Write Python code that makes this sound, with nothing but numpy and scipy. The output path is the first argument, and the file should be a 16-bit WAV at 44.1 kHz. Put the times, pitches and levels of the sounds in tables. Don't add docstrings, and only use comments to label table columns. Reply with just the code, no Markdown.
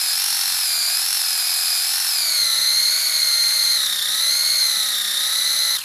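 import sys
import numpy as np
from scipy import signal
from scipy.fft import rfft, irfft
from scipy.io import wavfile
from scipy.ndimage import uniform_filter1d

SR = 44100
rng = np.random.default_rng(int(sys.argv[2]) if len(sys.argv) > 2 else 0)


def store_pcm(level_fs):
    pcm = np.round(np.clip(level_fs, -1, 1) * 32767).astype(np.int16)
    wavfile.write(sys.argv[1], SR, np.atleast_2d(pcm).T)


N = 257544

# time in seconds, speed in turns per second.
SPEED_RPS = [(0, 43.95), (0.1, 42.2), (0.24, 47.2), (0.6, 44.8), (0.7, 41.3), (0.87, 40.45), (1.13, 46.9),
             (1.22, 43.9), (1.33, 43.6), (1.41, 42.0), (1.51, 43.1), (1.79, 42.0), (1.99, 46.5),
             (2.1, 44.7), (2.21, 40.45), (2.49, 34.25), (2.61, 34.75), (2.78, 36.2), (2.87, 36.4),
             (3.0, 38.25), (3.32, 35.8), (3.74, 36.0), (3.79, 33.4), (4.01, 30.65), (4.14, 32.75),
             (4.41, 36.8), (4.58, 36.65), (4.69, 34.65), (5.01, 31.3), (5.13, 31.4), (5.26, 32.95),
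             (5.53, 34.5), (5.84, 34.2)]
# time in seconds, load from 0 to 1.
WHEEL_LOAD = [(0, 0.3), (2.2, 0.22), (2.45, 0.88), (5.84, 1)]
# harmonic, free level in dB, loaded level in dB, jitter in radians at looseness 1.
WHINE_HARMONICS = [(1, -10.5, -10.5, 1.13), (2, 1.3, -1, 1.04), (3, -8, -7.5, 1.7), (4, -5.5, -12.5, 1.3),
                   (5, -16, -7.5, 0.79), (6, -35, -20, 1.5)]
# multiple of motor speed, free and loaded level in dB re the purr gain.
ARMATURE_TONES = [(1, -24, -16), (2, -29, -34), (4, -26, -42), (6, 0, 0.5), (8, 0, -1.5)]
# multiple of layshaft speed, free and loaded level in dB re the purr gain.
TRAIN_TONE = (24, -31, -6.5)
# centre in Hz, width in Hz, gain in dB.
SHELL_BANDS = [(2665, 400, -3), (3656, 200, 3.5), (4190, 312, 7), (5840, 350, -4.5), (6130, 250, 2.5),
               (8080, 360, -6.5), (8620, 210, 6), (8914, 187, -24), (9900, 800, 3), (12700, 180, -13)]
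SHELL_BANDS += [(12050, 180, -7)]
# frequency in Hz, relative density in dB.
RATTLE_SPECTRUM = [(300, -63.5), (520, -37), (780, -26), (950, -18), (1530, -10.5), (2100, -18.5),
                   (2900, -13.5), (4500, -4.5), (5850, -12), (8060, -12), (10000, -5.5), (12700, -6),
                   (13700, -25), (15300, -15.5)]
SLAP_SPECTRUM = [(450, -29.5), (750, -6), (1000, -11.5), (1550, -1.5), (2300, -2.5), (3200, -27), (6000, 0),
                 (12000, -47)]
RUMBLE_SPECTRUM = [(15, -52), (25, -22), (43, -11), (92, -1), (136, -5.5), (200, -1), (226, 2), (277, -8),
                   (341, -11), (404, -11), (450, -24), (580, -52), (990, -120)]
# frequency in Hz, mean level in dB.
FAR_HUMS = [(60, -74), (102, -74.5)]
# start in seconds, added peak in dB re the rumble.
GROUND_BUMPS = [(0.47, 6)]
# free value, loaded value, change per turn/s of racing,
# change per turn/s of labouring, step at the power cut.
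WHINE_DB = (-22.5, -20.5, -.5, -0.82, -7.5)
RATTLE_DB = (-22.5, -24, 0.08, -0.44, -2.5)
PURR_DB = (-44, -44.5, -0.58, -0.32, -6)
SLAP_DB = (-38.5, -40, 1, -.5, 3)
THROB_DEPTH_DB = (0.08, -0.33, 0.26, 0.48, -0.49)
MESH_LOOSENESS = (0.7, 0.74, .08, 0.095, 0.82)

MOTOR_PER_LAYSHAFT, PINION_TEETH, SLOW_TEETH = 6.51, 9, 17
RACING_FREE_RPS, RACING_LOADED_RPS, LABOURING_RPS = 42.2, 35.5, 35.3
POWER_CUT_S, SLACK_AFTER_S, LET_GO_S = 5.757, 0.012, 0.0036
INERTIA_S, BRAKE_S, COAST_SHARE, FADE_DB_PER_S = 0.03, 0.03, 0.66, 88
BOUNCE_PEAK_S, BOUNCE_PERIOD_S, BOUNCE_DB = 5.79, 0.026, 3
RUMBLE_DB, CUTOFF_HZ = -61.5, 15300


def whine(shaft_rad, motor_rad, load, looseness):
    pattern_rad = 0.27 * np.cos(shaft_rad) + 0.38 * np.cos(2 * shaft_rad) + 0.31 * np.cos(motor_rad)
    out = 0
    for harmonic, free_db, loaded_db, jitter_rad in WHINE_HARMONICS:
        force = 1 + 0.41 * looseness * wander(212)
        timing_rad = harmonic ** 0.9 * pattern_rad + jitter_rad * looseness * wander(115)
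        tone = np.cos(harmonic * PINION_TEETH * motor_rad + timing_rad)
        out += load_gain(free_db, loaded_db, load) * force * tone
    return out


def rattle():
    knocks = rng.standard_normal(N) * from_db(1.6 * wander(780))
    return coloured(knocks, RATTLE_SPECTRUM)


def shell(x):
    for hz, width_hz, db in SHELL_BANDS:
        gain, step_rad = np.sqrt(from_db(db)), 2 * np.pi * hz / SR
        alpha = np.sin(step_rad) * width_hz / hz / 2
        b = [1 + alpha * gain, -2 * np.cos(step_rad), 1 - alpha * gain]
        a = [1 + alpha / gain, -2 * np.cos(step_rad), 1 - alpha / gain]
        x = signal.lfilter(b, a, x)
    return x


def mesh_tightness(shaft_rad, grip):
    off_centre = (0.55 - 0.068 * grip) * np.cos(shaft_rad - 0.6)
    oval = 1.1 * np.cos(2 * shaft_rad) + 0.083 * np.cos(4 * shaft_rad)
    return 1 + off_centre + oval


def purr(shaft_rad, tightness):
    mesh_rad = SLOW_TEETH * shaft_rad + 0.11 * np.sin(2 * shaft_rad)
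    tone = tightness * from_db(1.2 * wander(18)) * np.cos(mesh_rad)
    return signal.sosfilt(signal.butter(4, 640, "high", fs=SR, output="sos"), tone)


def slap(shaft_rad, tightness, repeat_share=0.87):
    position = (shaft_rad / (2 * np.pi) * 1024).astype(int) % 1024
    wear = rng.standard_normal(1024)[position]
    knocks = repeat_share * wear + (1 - repeat_share) * rng.standard_normal(N)
    return coloured(knocks * np.maximum(tightness, 0.1) ** 1.5, SLAP_SPECTRUM)


def drive_tones(shaft_rad, motor_rad, grip):
    lines = [(motor_rad, row) for row in ARMATURE_TONES] + [(shaft_rad, TRAIN_TONE)]
    out = 0
    for angle_rad, (multiple, free_db, loaded_db) in lines:
        rms = load_gain(free_db, loaded_db, grip) * from_db(1.8 * wander(5.4))
        out += np.sqrt(2) * rms * np.cos(multiple * angle_rad)
    return out


def drive():
    t = np.arange(N) / SR
    load = timeline(WHEEL_LOAD)
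    speed_rps = uniform_filter1d(timeline(SPEED_RPS), size=int(INERTIA_S * SR), mode="nearest")
    racing_rps = np.maximum(speed_rps - RACING_FREE_RPS - (RACING_LOADED_RPS - RACING_FREE_RPS) * load, 0)
    labouring_rps = np.maximum(LABOURING_RPS - speed_rps, 0)
    grip = np.clip(load - 0.45 * racing_rps, 0, 1)
    off_s = np.maximum(t - POWER_CUT_S, 0)
    slack = 1 - np.exp(-np.maximum(off_s - SLACK_AFTER_S, 0) / LET_GO_S)
    rows = (WHINE_DB, RATTLE_DB, PURR_DB, SLAP_DB, THROB_DEPTH_DB, MESH_LOOSENESS)
    responses = [free + (loaded - free) * load + race * racing_rps + labour * labouring_rps + step * slack
                 for free, loaded, race, labour, step in rows]
    bounce_db = slack * BOUNCE_DB * np.cos(2 * np.pi * (t - BOUNCE_PEAK_S) / BOUNCE_PERIOD_S)
    coast_db = bounce_db - FADE_DB_PER_S * off_s
    speed_rps *= COAST_SHARE + (1 - COAST_SHARE) * np.exp(-off_s / BRAKE_S)
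    return speed_rps, load, grip, coast_db, responses


def outdoors():
    t = np.arange(N) / SR
    rumble = from_db(RUMBLE_DB) * coloured(rng.standard_normal(N), RUMBLE_SPECTRUM)
    hum = sum(np.sqrt(2) * from_db(db + 7.6 * wander(6.6)) * np.sin(2 * np.pi * hz * t)
              for hz, db in FAR_HUMS)
    bumps = sum(from_db(db) * (t > start_s) * np.exp(-np.abs(t - start_s) / 0.013)
                for start_s, db in GROUND_BUMPS)
    return rumble * (1 + bumps) + hum


def from_db(db):
    return 10 ** (np.asarray(db) / 20)


def load_gain(free_db, loaded_db, load):
    return from_db(free_db + (loaded_db - free_db) * load)


def unit_rms(x):
    return x / np.sqrt(np.mean(np.abs(x) ** 2) + 1e-20)


def timeline(rows):
    return np.interp(np.arange(N) / SR, *np.transpose(rows))


def coloured(noise, spectrum):
    bin_hz = np.maximum(np.arange(N // 2 + 1) * SR / N, 1)
    hz, db = np.transpose(spectrum)
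    gain = from_db(np.interp(np.log(bin_hz), np.log(hz), db))
    return unit_rms(irfft(rfft(noise) * gain, N))


def wander(rate_hz):
    pole = np.exp(-2 * np.pi * rate_hz / SR)
    return unit_rms(signal.lfilter([1], [1, -2 * pole, pole * pole], rng.standard_normal(N + SR))[SR:])


def scene():
    speed_rps, load, grip, coast_db, responses = drive()
    whine_db, rattle_db, purr_db, slap_db, throb_db, looseness = responses
    shaft_rad = 2 * np.pi * np.cumsum(speed_rps) / SR + 2.1
    motor_rad = MOTOR_PER_LAYSHAFT * shaft_rad + 0.12 * wander(17.1) + 0.057 * np.sin(shaft_rad)
    tightness = mesh_tightness(shaft_rad, grip)
    force_db = throb_db * np.cos(shaft_rad - 0.3) + 0.83 * np.cos(2 * shaft_rad - 0.3)
    force_db += 1.24 * np.cos(motor_rad)
    gears = from_db(whine_db) * whine(shaft_rad, motor_rad, load, looseness)
    gears += from_db(rattle_db) * rattle()
    car = shell(from_db(force_db) * gears)
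    car += from_db(purr_db) * (purr(shaft_rad, tightness) + drive_tones(shaft_rad, motor_rad, grip))
    car += from_db(slap_db) * slap(shaft_rad, tightness)
    return (from_db(coast_db) * car + outdoors())[None]


def record(dry):
    ceiling = 0.67
    low_pass = signal.ellip(14, 0.5, 60, CUTOFF_HZ, fs=SR, output="sos")
    return signal.sosfilt(low_pass, ceiling * np.tanh(dry / ceiling))


dry = scene()
out = record(dry)
store_pcm(out)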